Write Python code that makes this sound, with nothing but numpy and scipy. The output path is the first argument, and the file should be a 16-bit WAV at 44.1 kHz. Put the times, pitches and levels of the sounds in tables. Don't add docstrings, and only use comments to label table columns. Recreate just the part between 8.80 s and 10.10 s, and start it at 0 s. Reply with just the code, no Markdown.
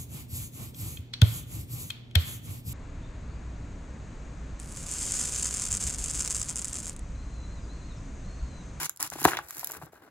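import sys
import numpy as np
from scipy import signal
from scipy.fft import rfft, irfft, next_fast_len
from scipy.io import wavfile
from scipy.ndimage import uniform_filter1d, map_coordinates

SR = 44100
rng = np.random.default_rng(int(sys.argv[2]) if len(sys.argv) > 2 else 0)


def output_pcm(signal):
    pcm = np.clip(np.atleast_2d(signal).T, -1, 1) * 32767
    wavfile.write(sys.argv[1], SR, np.round(pcm).astype(np.int16))


N = 57330
OPEN_S = 0.62


def amp(db):
    return 10 ** (np.asarray(db) / 20)


def unit(x):
    return x / np.sqrt(np.mean(x ** 2) + 1e-20)


def along(points, hz):
    freqs, values = np.transpose(points)
    return np.interp(np.log(hz + 1), np.log(freqs + 1), values)


def filtered(x, response):
    size = x.shape[-1]
    padded = next_fast_len(size + 8192)
    return irfft(rfft(x, padded) * response(np.fft.rfftfreq(padded, 1 / SR)), padded)[..., :size]


def coloured(x, spectrum):
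    return unit(filtered(x, lambda hz: amp(along(spectrum, hz))))


def stereo_noise(size, spread=0.57):
    return rng.standard_normal(size) + spread * rng.standard_normal((2, size))


def swell(age):
    age = np.maximum(age, 0)
    return age * np.exp((1 - age * age) / 2)


def swing(start, pitch_hz, cycles):
    turns = (np.arange(N) / SR - start) * pitch_hz
    return swell(turns / cycles), np.sin(2 * np.pi * turns)


def jolts(rows, cycles):
    return sum(amp(db) * np.prod(swing(start, hz, cycles), axis=0) for start, db, hz in rows)


# (frequency [Hz], level [dB])
BACKGROUND_COLOUR = [(20, -15), (70, 7.5), (200, -0.5), (400, -15), (800, -9), (1700, -8), (3000, -22),
                     (15000, -30)]

def background():
    return amp(-66.5) * coloured(stereo_noise(N, spread=0.26), BACKGROUND_COLOUR)


# (frequency [Hz], time to fade by 60 dB [s])
ECHO_FADE = [(150, 0.23), (500, 0.36), (1400, 0.3), (4000, 0.11), (12000, 0.14)]
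# (frequency [Hz], level [dB])
ECHO_FEED = [(100, -22), (500, -9.5), (1400, -20.5), (4000, -6.5), (12000, -16.5)]

def room_echo(x):
    hz, t, noise = signal.stft(rng.standard_normal((2, SR // 3)), SR, nperseg=256)
    fading = noise * amp(-60 * t / along(ECHO_FADE, hz)[:, None]) * (1 - np.exp(-t / 0.00038))
    mid, side = fading[0], fading[1] * np.clip(hz / 1600, 0, 1)[:, None]
    tail = signal.istft(np.array([mid + side, mid - side]), SR, nperseg=256)[1]
    sent = filtered(x.mean(axis=0), lambda f: amp(along(ECHO_FEED, f)))
    return signal.fftconvolve(sent[None], tail / np.linalg.norm(tail[0]), axes=1)[:, :N]


# (frequency [Hz], phase [rad])
LEFT_LEAD = [(0, 0), (1400, 0.5), (3300, 2.5), (4100, 1.21), (5300, 4.5), (6700, 2), (9200, -4),
             (11500, -6), (13700, -9.5), (15400, -11.5)]
# (frequency [Hz], level [dB])
LEFT_BOOST = [(70, 2), (200, -1.5), (650, 4), (1200, 2.5), (2400, 2), (4400, 2.5), (15000, -0.5)]

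def microphone_pair(x):
    half = np.array([[.5], [-.5]])
    def response(hz):
        lead = np.interp(hz, *np.transpose(LEFT_LEAD))
        return amp(half * along(LEFT_BOOST, hz)) * np.exp(1j * half * lead)
    return filtered(x, response)


# (pitch [Hz], level [dB], time to fade by 60 dB [s])
BOX_NOTES = [(320, -2.5, 0.093), (706, 2.5, 0.028), (840, 4.5, 0.11), (924, -2, 0.17), (1152, -3.5, 0.063),
             (1477, -2.5, 0.029), (1581, 1.5, 0.15)]

def hollow_box(x, ring_db=-4.5):
    def response(f):
        total = 0
        for hz, db, fade_s in BOX_NOTES:
            width_hz = np.log(1000) / (np.pi * fade_s)
            damping = 1j * f * width_hz
            total += amp(db) * damping / (hz * hz - f * f + damping)
        return total
    return x + amp(ring_db) * filtered(x, response)


# (time [s], level [dB], pitch [Hz])
BUMPS = [(.228, -47, 107), (.454, -34.5, 68), (.632, -55.5, 68.5), (.78, -51, 145), (.975, -48, 120),
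         (1.028, -41, 136), (1.131, -48, 410)]

def finger_bumps():
    return jolts(BUMPS, cycles=1.1)


# (time [s], level [dB], pitch [Hz])
PANEL_FLIPS = [(0.0952, -34, 1480), (.2000, -38.5, 860), (.3217, -36, 843), (.3557, -37, 815),
               (0.3574, -35.5, 325), (0.3863, -32.5, 830), (.4165, -33.5, 1000), (0.418, -33.5, 333),
               (.4790, -19, 812), (0.4851, -19.5, 1620), (0.511, -28.5, 1560), (0.5185, -21, 1510),
               (0.5335, -18.5, 1520), (0.5706, -19, 2640), (0.5729, -24.5, 1850), (.5888, -20.5, 1170),
               (0.7068, -35, 1650), (0.8312, -32.5, 976), (0.899, -33, 1600), (0.902, -39, 880),
               (0.9353, -38.5, 1190), (0.9499, -34.5, 1420), (1.0152, -44, 870), (1.023, -36.5, 865),
               (1.1321, -47, 690)]

def buckling_panels(roughness=0.26, crumple_gain=0.38, crumple_s=0.0047, width_octaves=0.58):
    out, t = np.zeros(N), np.arange(SR // 20) / SR
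    crunch = coloured(rng.standard_normal(N),
                      [(150, -52), (600, -2), (2800, -7), (4500, -18), (15000, -28)])
    for start, db, pitch_hz in PANEL_FLIPS:
        flip, tone = swing(start, pitch_hz, cycles=1.036)
        out += amp(db) * flip * (tone + roughness * crunch)
        def near_pitch(hz):
            return np.exp(-.5 * (np.log2((hz + 1) / pitch_hz) / width_octaves) ** 2)
        slips = unit(filtered(rng.standard_normal(len(t)), near_pitch))
        shape = np.minimum(t * pitch_hz / 2, 1) * np.exp(-t / crumple_s)
        out[round(start * SR):][:len(t)] += amp(db) * crumple_gain * shape * slips
    return out


def tiny_slips(spectrum, per_s, clumps_per_s, clump_db):
    slips = (rng.random(N) < per_s / SR) * np.tanh(stereo_noise(N))
    wobble = map_coordinates(rng.standard_normal(N // 8), [np.arange(N) * clumps_per_s / SR], mode="wrap")
    return coloured(slips * amp(clump_db * np.tanh(wobble)), spectrum)


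# (start [s], end [s], hiss [dB], rustle [dB], rumble [dB], hiss rise [dB], rustle rise [dB])
HAND_PULLS = [(-.01, 0.064, -33.5, -40, -51.5, -3, -6.5), (0.198, .251, -37.5, -43, -61, 3, 3),
              (0.255, 0.277, -39.5, -48, -54.5, -3, -15), (0.317, 0.338, -44, -45, -53, 14.5, 0),
              (0.337, 0.456, -43, -48.5, -51, 11, 15), (0.441, 0.452, -25, -29.5, -60, 8, 15),
              (0.457, 0.466, -41, -35.5, -29, 9, -23), (0.473, 0.488, -32, -34, -46.5, -7, 15),
              (0.487, 0.552, -40.5, -41.5, -54.5, -12, 11.5), (0.553, 0.614, -55, -48.5, -55, -4, -2),
              (0.622, 0.675, -54.5, -60, -72, 3, 1), (0.682, 0.77, -47.5, -66.5, -72.5, -1, 0),
              (0.759, 0.814, -43.5, -56.5, -70, 9, -13), (0.809, 0.973, -46, -55.5, -65, -2, 7),
              (0.969, 1.011, -61, -57.5, -52, 10, -18), (1.017, 1.062, -51.5, -53.5, -54, -8.5, -17.5),
              (1.065, 1.099, -68.5, -59.5, -59.5, -3, -15), (1.123, 1.208, -65, -59, -74, -9, -3),
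              (1.219, 1.29, -66, -57.5, -83, -6, -1)]
# (frequency [Hz], level [dB])
TIGHT_FIBRES = [(600, -37), (2000, -2.5), (3200, -8), (5000, -2.5), (7000, 0.5), (8300, -6), (10200, 1.5),
                (13000, -4), (15500, -6.5)]
LOOSE_FIBRES = [(600, -8.5), (2000, -0.5), (3200, -7), (5000, -4), (6500, -1.5), (9500, -2), (11200, 1.5),
                (12400, 2), (14000, 0), (15500, -2.5)]
TIGHT_PANELS = [(120, -37), (250, 0), (350, -1), (520, -12.5), (750, -5.5), (950, 2), (1550, 1),
                (2200, -4.5), (3300, -6.5), (6000, -26), (12000, -54)]
LOOSE_PANELS = [(120, -36), (220, -6.5), (310, 0.5), (420, -1), (560, -2), (800, -6.5), (1550, -4),
                (2200, -14.5), (3300, -21), (6000, -25), (12000, -63)]
HAND_RUMBLE = [(20, -39), (45, -10.5), (75, -2), (110, -7.5), (150, 3), (210, -12.5), (400, -26),
               (1500, -58)]

def tearing_pulls(fade_in_s=0.0099, fade_out_s=0.0036):
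    t = np.arange(N) / SR
    hiss, rustle, rumble = np.zeros((3, N))
    for start, end, hiss_db, rustle_db, rumble_db, hiss_rise, rustle_rise in HAND_PULLS:
        fade_in = np.clip((t - start) / fade_in_s + .5, 0, 1)
        shape = fade_in * np.exp(-np.maximum(t - end, 0) / fade_out_s)
        progress = np.clip((t - start) / (end - start), 0, 1) - .5
        hiss = np.hypot(hiss, shape * amp(hiss_db + hiss_rise * progress))
        rustle = np.hypot(rustle, shape * amp(rustle_db + rustle_rise * progress))
        rumble = np.hypot(rumble, shape * amp(rumble_db))
    tight_hiss = tiny_slips(TIGHT_FIBRES, per_s=9000, clumps_per_s=510, clump_db=3.8)
    loose_hiss = tiny_slips(LOOSE_FIBRES, per_s=9000, clumps_per_s=370, clump_db=5.5)
    tight_rustle = tiny_slips(TIGHT_PANELS, per_s=2500, clumps_per_s=300, clump_db=-0.5)
    loose_rustle = tiny_slips(LOOSE_PANELS, per_s=2500, clumps_per_s=150, clump_db=4.5)
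    hands = coloured(stereo_noise(N, spread=0.25), HAND_RUMBLE)
    return (hiss * np.where(t < OPEN_S, tight_hiss, loose_hiss)
            + rustle * np.where(t < OPEN_S, tight_rustle, loose_rustle)
            + uniform_filter1d(rumble, size=900) * hands)


# (time [s], level [dB], pitch [Hz])
FIBRE_BREAKS = [(0.0311, -20.5, 10800), (0.0568, -19.5, 7780), (.0952, -17, 9700), (0.1618, -38, 6700),
                (0.1732, -35, 9500), (0.202, -22.5, 10100), (0.2072, -19.5, 10000), (0.217, -26.5, 10600),
                (0.2274, -11, 10400), (0.274, -31, 7200), (0.3013, -26, 7200), (.3130, -38, 7200),
                (0.4017, -27, 12200), (0.4088, -28, 11800), (0.416, -24, 11100), (.4297, -23, 11600),
                (0.4423, -14.5, 11600), (0.4467, -20, 11600), (0.452, -11, 8070), (.4742, -24, 5940),
                (0.5706, -25.5, 6100), (0.589, -33, 10700), (0.6861, -34.5, 12600), (0.708, -25, 13500),
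                (0.7485, -31.5, 11700), (.7690, -29, 12100), (0.7821, -28, 11900), (0.7949, -23.5, 11900),
                (0.845, -17.5, 12200), (0.8724, -21.5, 11900), (0.911, -26.5, 12000),
                (0.9188, -23.5, 11900)]
# (frequency [Hz], level [dB])
SNAP_COLOUR = [(200, -44), (1000, -13), (2500, -13), (4500, -8), (6800, 1.5), (9000, -7), (12000, 0.5),
               (16000, -3)]
SNAP_THINNING = [(7000, -1.5), (12000, 0.5)]

def snapping_fibres(rise_s=0.0004, ring_db=6.5, width_hz=900, fray_s=0.0024):
    out, t = np.zeros((2, N + SR)), np.arange(SR // 50) / SR
    for start, db, pitch_hz in FIBRE_BREAKS:
        loose = start > OPEN_S
        def colour(hz):
            ring = ring_db / (1 + ((hz - pitch_hz) / width_hz) ** 2)
            return amp(along(SNAP_COLOUR, hz) + loose * along(SNAP_THINNING, hz) + ring)
        fray = 0.39 if loose else 0.24
        shape = np.maximum(swell(t / rise_s), fray * np.exp(-t / fray_s))
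        noise = filtered(stereo_noise(len(t)), colour)
        burst = unit(shape * noise) * np.sqrt(np.mean(shape ** 2))
        out[:, round(start * SR):][:, :len(t)] += amp(db) * burst
    return out[:, :N]


# (time [s], level [dB], pitch [Hz])
FLAP_JOLTS = [(.4515, -12, 3720), (0.4517, -11, 2080), (.4524, -3.5, 956), (.4536, -10, 347),
              (.4561, -14, 666), (0.4592, -10.5, 1370)]

def flap_pop():
    return jolts(FLAP_JOLTS, cycles=0.92)


def scene():
    card = hollow_box(tearing_pulls() + buckling_panels() + flap_pop() + finger_bumps())
    card = card + snapping_fibres()
    return background() + room_echo(card) + microphone_pair(card)


def record(dry):
    low_cut_hz, ceiling, top_hz = 59, 0.95, 15900
    trimmed = signal.sosfilt(signal.butter(2, low_cut_hz, "highpass", fs=SR, output="sos"), dry)
    rounded = trimmed / (1 + (trimmed / ceiling) ** 8) ** (1 / 8)
    return filtered(rounded, lambda hz: 1 / np.sqrt(1 + (hz / top_hz) ** 240))


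dry = scene()
out = record(dry)
output_pcm(out)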